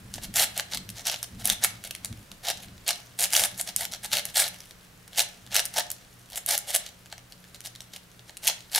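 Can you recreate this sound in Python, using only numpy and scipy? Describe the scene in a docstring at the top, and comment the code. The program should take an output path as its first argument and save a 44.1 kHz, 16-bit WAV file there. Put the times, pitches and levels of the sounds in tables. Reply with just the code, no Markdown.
"""A large plastic puzzle cube is twisted by hand in a small quiet room, over a mains hum and a slowly sinking hiss.
Dull thuds like footsteps on a wooden floor start at once, mostly grow fainter and stop after 5.4 s.
From 0.14 s sliding layers rattle as dense grains and pieces snap home as clicks, the hardest near 3.4 s;
6.8 to 8.2 s brings only light ticks, then two last firm snaps. Grains and clicks ring one bank of cube resonances."""
import sys
import numpy as np
from scipy import signal
from scipy.fft import rfft, irfft
from scipy.io import wavfile
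from scipy.ndimage import uniform_filter1d

SR = 44100
rng = np.random.default_rng(int(sys.argv[2]) if len(sys.argv) > 2 else 0)


def elevation(decibels):
    """Turn decibel levels (scalar or array-like) into linear amplitude ratios."""
    levels = np.asarray(decibels, float)
    return 10 ** (levels / 20)


def file_out(sig):
    """Save sig as 16-bit WAV at sys.argv[1]."""
    # one column per channel
    cols = np.atleast_2d(sig).T
    # limit, then scale
    lim = np.clip(cols, -1, 1)
    pcm = np.round(lim * 32767).astype(np.int16)
    wavfile.write(sys.argv[1], SR, pcm)


N = 387638

# Layers turning. Each row: start in seconds, length in seconds before swell and run-out, rattle drive in dB,
# treble in dB against the turn's own middle range.
TURNS = [(0.142, 0.027, -44, 0), (0.226, 0.023, -38, -4), (0.357, 0.081, -23.5, 2.5),
         (0.562, 0.033, -31, -14), (0.719, 0.04, -36, -11), (0.955, 0.055, -39.5, -13),
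         (1.062, 0.037, -28, -15), (1.119, 0.029, -32.5, -14), (1.232, 0.0076, -39.5, -4),
         (1.396, 0.022, -39.5, -5), (1.449, 0.085, -33, -1.5), (1.63, 0.025, -23.5, -12),
         (1.846, 0.026, -40.5, -5), (2.046, 0.009, -39, -8), (2.438, 0.044, -34.5, -12),
         (2.473, 0.04, -27.5, -19), (2.624, 0.02, -46, 1), (2.875, 0.034, -24.5, -23),
         (3.195, 0.058, -28, 1), (3.321, 0.03, -31, -1), (3.346, 0.058, -25, 2.5), (3.416, 0.041, -27, 3),
         (3.587, 0.028, -37, 5.5), (3.671, 0.023, -33, -6), (3.786, 0.064, -34, 0), (3.92, 0.037, -39, -11),
         (4.041, 0.018, -32.5, -1.5), (4.122, 0.072, -27.5, -5), (4.251, 0.054, -44, -4),
         (4.358, 0.067, -23, 3), (4.437, 0.034, -29.5, -6), (5.127, 0.05, -44, -9), (5.173, 0.043, -24, -4),
         (5.517, 0.041, -34, -19), (5.545, 0.055, -24, -6), (5.646, 0.012, -45.5, 3),
         (5.74, 0.011, -34.5, -7), (5.761, 0.042, -25, -14), (6.318, 0.032, -43.5, -8),
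         (6.369, 0.01, -33, 7.5), (6.482, 0.073, -26.5, -1), (6.681, 0.028, -31, -1.5),
         (6.736, 0.02, -25.5, -2), (6.806, 0.082, -46.0, -17), (7.12, 0.011, -41.5, -16),
         (7.308, 0.0078, -51, -1), (7.546, 0.011, -50, 3), (7.647, 0.028, -42, -0.5),
         (7.932, 0.035, -45.5, -7), (8.282, 0.019, -49.5, -5.0), (8.431, 0.053, -34.5, -2),
         (8.461, 0.042, -26, -21), (8.723, 0.038, -37.5, -1), (8.746, 0.037, -25.5, -4)]


def rms_one(x):
    """Scale to rms 1."""
    return x / np.sqrt(np.mean(x ** 2) + 1e-20)


def at_hz(points, hz):
    """Read a curve of (Hz, value) points on a log-frequency axis."""
    point_hz, value = np.transpose(points)
    return np.interp(np.log(hz), np.log(point_hz), value)


def resonate(x, hz, width_hz):
    """Two-pole resonance, gain near 1 at its peak."""
    r = np.exp(-np.pi * width_hz / SR)
    b = np.array([1, 0, -1]) * (1 - r * r) / 2
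    a = [1, -2 * r * np.cos(2 * np.pi * hz / SR), r * r]
    return signal.lfilter(b, a, x)


def dying(times_s, sizes, t60_s):
    """Envelope that jumps at each moment, then decays exponentially."""
    train = np.full(N, 1e-18)
    index = np.clip((np.asarray(times_s) * SR).astype(int), 0, N - 1)
    np.add.at(train, index, sizes)
    return signal.lfilter([1], [1, -elevation(-60 / (t60_s * SR))], train)


def drift(rate_hz):
    """Slow random wander of spread about 1."""
    points_per_s = 40
    count = int(N / SR * points_per_s) + 2
    slow = uniform_filter1d(rng.standard_normal(count), max(1, int(points_per_s / rate_hz)))
    return np.interp(np.linspace(0, count - 1, N), np.arange(count), rms_one(slow))


def sliding_power(levels_db, settle_db, rest_db):
    """Rattle power: each turn swells, holds, runs out and settles; the fingers never quite rest."""
    run_up_t60_s, run_out_t60_s, settle_t60_s = 0.046, 0.065, 1
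    power = np.full(N, 1e-18)
    for (start_s, length_s, *_), db in zip(TURNS, levels_db):
        power[int(start_s * SR):int((start_s + length_s) * SR)] += elevation(db) ** 2
    t60_s = np.array([run_up_t60_s, run_out_t60_s, settle_t60_s])
    run_up, run_out, settle = elevation(-2 * 60 / (t60_s * SR))
    # filtered backwards: the layer gathers speed before it bites
    swell = signal.lfilter([1 - run_up], [1, -run_up], power[::-1])[::-1]
    swell = np.abs(uniform_filter1d(swell, 250))
    # loose pieces go on jiggling after a turn
    jiggle = elevation(settle_db) ** 2 * signal.lfilter([1 - settle], [1, -settle], swell)
    return signal.lfilter([1 - run_out], [1, -run_out], swell) + jiggle + elevation(rest_db) ** 2


def turning_layers():
    """Sliding power in the hollow, middle and treble ranges; hollow knock grows a little slower than rattle."""
    # Jiggle against its turn, one value in dB each for hollow, middle, treble.
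    settle_db = (-25, -19, -27)
    turn_db, treble_db = np.transpose(TURNS)[2:]
    hollow_db = 1.33 - 0.0258 * (turn_db - turn_db.mean())
    rest_db = -66 + 4 * drift(8)  # fingers shifting on the idle cube
    shades_db = (hollow_db, 0, treble_db)  # against the middle range
    return [sliding_power(turn_db + shade_db, jiggle_db, rest_db)
            for shade_db, jiggle_db in zip(shades_db, settle_db)]


def catching_pieces():
    """Times, levels and tilts of the catches; each caught piece ticks once more, 2 to 12 ms later and weaker."""
    # Each row: time in seconds, drive in dB before shading per resonance,
    # treble tilt in dB, nil at 3.5 kHz, whole from about 11 kHz, reversed in the lows.
    catches = [(0.1396, -24, -1), (0.181, -27, -29), (0.2344, -32, 14), (0.3403, -27, 4), (0.4031, -29, 0),
               (0.442, -20, 1), (0.5772, -27, 18), (0.597, -11, -10), (0.7472, -13.5, -3.5),
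               (0.7729, -22, -3), (0.8906, -27, 4), (0.9012, -30.5, 11.5), (1.0684, -16, 5.5),
               (1.115, -17, -9), (1.229, -17.5, 4.5), (1.4551, -30.5, 30.5), (1.474, -32, 30),
               (1.4997, -12, 3), (1.6382, -19, 18.5), (1.6461, -22, 20), (1.8395, -22, -1.5),
               (1.9088, -21, -5), (1.9504, -25, -8), (2.047, -23, 8.5), (2.1273, -32, -14),
               (2.3163, -29, -6), (2.485, -11, -7), (2.501, -9.5, -9), (2.8792, -15, 1), (2.89, -11.5, -6),
               (2.9069, -10, -9), (3.225, -19, 12), (3.2335, -27, 16), (3.2553, -18, -15),
               (3.3047, -29, 10), (3.34, -22, 15), (3.3653, -5, 3), (3.394, -29, 17), (3.4496, -25, 11),
               (3.5779, -32, 7), (3.6119, -24, 10), (3.7625, -24.5, 18.5), (3.921, -28, 5.5),
               (3.936, -24.5, -8), (4.0459, -27.0, 2), (4.1313, -13, -8), (4.17, -17, 2),
               (4.2533, -23.5, 9.5), (4.4793, -26, 11), (4.7095, -30, -12), (5.078, -35, -1),
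               (5.183, -7, -11), (5.1932, -7.5, -1), (5.211, -17, -10), (5.4644, -31.5, -10),
               (5.5444, -20, 7), (5.555, -10.5, -3), (5.5646, -10, 2), (5.6541, -22.5, 12.5),
               (5.781, -15, 1), (5.786, -15.5, 0), (5.797, -24, 9), (5.9026, -21, 5), (5.9151, -30, 15.5),
               (6.3014, -35, 1), (6.3581, -23.5, 6), (6.4621, -34, 20), (6.489, -11, 3),
               (6.5104, -10.5, 0.0), (6.5781, -25.5, 13.5), (6.7503, -14.5, 9), (6.7612, -23, 16.5),
               (7.059, -35, -16), (7.126, -28.5, -26), (7.1802, -28.5, -21), (7.3227, -31, -14),
               (7.441, -33.5, -17), (7.5455, -32, -12), (7.6055, -32, 1), (7.6596, -29, 3),
               (7.7519, -31.5, -11), (7.8055, -28.5, -7), (7.818, -32, -9), (7.9617, -31, 1),
               (8.1939, -36, -31), (8.2947, -28.5, -19), (8.3698, -33.5, 11), (8.471, -18.5, 7),
               (8.4774, -10.5, 5.5), (8.759, -28, 24.5), (8.7787, -11.5, -23)]
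    at_s, level_db, tilt_db = np.transpose(catches)
    luck = rng.random((len(at_s), 2))
    bounce_at_s = at_s + 0.0046 * (.5 + 2 * luck[:, 0])
    bounce_db = level_db - 9.5 * (.5 + luck[:, 1])
    return np.append(at_s, bounce_at_s), np.append(level_db, bounce_db), np.tile(tilt_db, 2)


def colours(contacts, resonances):
    """Random tilt of spread 1 for each contact, neighbouring resonances alike."""
    return rms_one(uniform_filter1d(rng.standard_normal((contacts, resonances)), size=3, axis=1))


def cube():
    """Each contact is a few milliseconds of chatter, driving each resonance with a strength of its own."""
    # Resonances of the body. Each row: centre in Hz, width in Hz, gain in dB.
    resonances = [(446, 110, -24), (601, 59, -1), (696, 191, 5), (881, 130, 0.5), (1404, 290, -40),
                  (1747, 390, 0), (2213, 226, 1), (3046, 960, 0), (3910, 1400, 2), (5700, 1720, 0),
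                  (7110, 940, -2), (8700, 2620, 0), (10920, 1570, -0.5), (13500, 1200, -43)]
    hollow_below_hz, treble_above_hz = 1000, 6000
    hollow, middle, treble = turning_layers()
    click_at_s, click_db, click_tilt_db = catching_pieces()
    grain_at_s = rng.random(3200) * N / SR
    grain_db = 4 * np.minimum(rng.exponential(1, len(grain_at_s)), 2.6)
    grain_colour = colours(len(grain_at_s), len(resonances))
    click_colour = colours(len(click_at_s), len(resonances))
    # a click's hollowness follows that of the turn around it
    click_index = np.minimum(click_at_s * SR, N - 1).astype(int)
    knock_db = 10 * np.log10(hollow / middle)[click_index] - 4.0
    chatter = rng.standard_normal((2, N))
    rub = elevation(-2.0)  # smooth friction between the faces
    out = np.zeros(N)
    for k, (hz, width_hz, gain_db) in enumerate(resonances):
        is_hollow, is_low = hz < hollow_below_hz, hz < 2500
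        slide = hollow if is_hollow else treble if hz > treble_above_hz else middle
        slide = slide * elevation(2 * 2.0 * drift(12))  # the grip keeps changing which resonance speaks

        tilt_share = np.clip(np.log2(hz / 3500) / 1.66, -.5, 1)
        shade_db = knock_db * is_hollow + click_tilt_db * tilt_share
        shade_db = shade_db + 3.2 * click_colour[:, k] - 8 * is_low
        clicks = dying(click_at_s, elevation(click_db + shade_db + 0.5), t60_s=0.0093)

        grain_shade_db = 6.48 * grain_colour[:, k] - 3.15 * is_low
        grains = dying(grain_at_s, elevation(grain_db - 3.5 + grain_shade_db), t60_s=0.0097)

        drive = np.sqrt(clicks ** 2 + slide * (grains ** 2 + rub ** 2)) * chatter[k % 2]
        if is_hollow:  # the air inside rings in a sharply bounded band
            drive = resonate(drive, hz, 2 * width_hz)
        out += elevation(gain_db) * resonate(drive, hz, width_hz)
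    # a small body radiates no bass
    return signal.sosfilt(signal.butter(4, 380, "high", fs=SR, output="sos"), out)


def room(x):
    """Dense tail of reflections, different in each channel, the treble dying first."""
    # Each row: frequency in Hz, reverberation time T60 in seconds.
    t60_curve = [(500, 0.44), (2000, 0.37), (5000, 0.25), (9000, 0.21), (15000, 0.125)]
    t_s = np.arange(SR // 2) / SR
    edges_hz = np.geomspace(250, 18000, num=10)
    noise = rng.standard_normal((2, 2, len(t_s)))
    echo = 0
    for k, (low_hz, high_hz) in enumerate(zip(edges_hz, edges_hz[1:])):
        sos = signal.butter(2, [low_hz, high_hz], "band", fs=SR, output="sos")
        band = signal.sosfilt(sos, noise[k % 2])
        t60_s = at_hz(t60_curve, np.sqrt(low_hz * high_hz))
        echo = echo + band * elevation(-60 * t_s / t60_s) * (t_s > .002)
    # furniture soaks up the lows
    echo = echo - 0.32 * signal.sosfilt(signal.butter(1, 1500, fs=SR, output="sos"), echo)
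    echo = echo / np.sqrt(np.sum(echo ** 2, axis=1, keepdims=True))
    return signal.fftconvolve(x[None], echo, axes=1)[:, :N]


def thuds():
    """Each far footfall shakes the floor boards with a resonant rumble that swells and dies."""
    # Each row: time in seconds, impulse in dB before smoothing.
    footfalls = [(0, -39.5), (.26, -49), (.72, -46), (1.31, -41), (1.6, -54.5), (1.99, -46.5), (2.56, -49),
                 (3.38, -49.5), (3.75, -53), (4.05, -54), (5.38, -53.5)]
    # Board resonances. Each row: centre in Hz, width in Hz, relative gain in dB.
    boards = [(27, 7.8, 3.5), (61, 41, 2), (106.5, 14, 10), (189.5, 23, 6), (238, 44, -11.5)]
    at_s, level_db = np.transpose(footfalls)
    weight = dying(at_s, elevation(level_db), t60_s=0.69)
    shake = signal.lfilter([.0006], [1, -.9997], weight) * elevation(3.9 * drift(14))
    noise = rng.standard_normal((2, N))
    rumble = sum(elevation(gain_db) * resonate(noise[k % 2], hz, width_hz)
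                 for k, (hz, width_hz, gain_db) in enumerate(boards))
    return shake * rms_one(signal.sosfilt(signal.butter(4, 290, fs=SR, output="sos"), rumble))


def hum():
    """Sines at mains harmonics whose levels waver."""
    # Each row: frequency in Hz, rms level in dB about which it wavers.
    harmonics = [(120.0, -62.5), (180.0, -63.5)]
    t_s = np.arange(N) / SR
    return sum(np.sqrt(2) * elevation(db + 3.0 * drift(6)) * np.sin(2 * np.pi * (hz * t_s + rng.random()))
               for hz, db in harmonics)


def hiss():
    """Coloured noise, partly alike in both channels, sinking slowly."""
    # Each row: frequency in Hz, relative density in dB per Hz.
    spectrum = [(12, -43), (20, -5), (118, -6.5), (384, -14), (495, -13), (893, -18), (1480, -16),
                (15300, -30), (16700, -19.5)]
    # Each row: frequency in Hz, left-right likeness from 0 to 1.
    likeness = [(60, 1), (380, 0.41), (2380, 0.18), (15000, 0.86)]
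    hz = np.maximum(np.fft.rfftfreq(N, 1 / SR), 1)
    alike = np.clip(at_hz(likeness, hz), 0, 1)
    mid, side = rfft(rng.standard_normal((2, N))) * elevation(at_hz(spectrum, hz))
    pair = np.sqrt(1 + alike) * mid + np.sqrt(1 - alike) * side * [[1], [-1]]
    level_db = -52.5 + np.linspace(1.5, -1.5, N)
    return elevation(level_db) * rms_one(irfft(pair, N))


def scene():
    """Cube in the middle with its room, over thuds, hum and hiss."""
    near = cube()
    return near + elevation(-10) * room(near) + thuds() + hum() + hiss()


def top_cut(x):
    """Nothing passes above the cut-off."""
    return signal.sosfilt(signal.butter(12, 16820, fs=SR, output="sos"), x)


def record(dry):
    """Soft saturation rounds the loudest peaks, then a steep low-pass cuts the top."""
    ceiling = .75
    rounded = ceiling * np.tanh(dry / ceiling)
    low_pass = signal.cheby2(12, 40, 16100, fs=SR, output="sos")  # 40 dB down from 16.1 kHz
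    mix = signal.sosfilt(low_pass, rounded)
    return top_cut(mix)


dry = scene()
out = record(dry)
file_out(out)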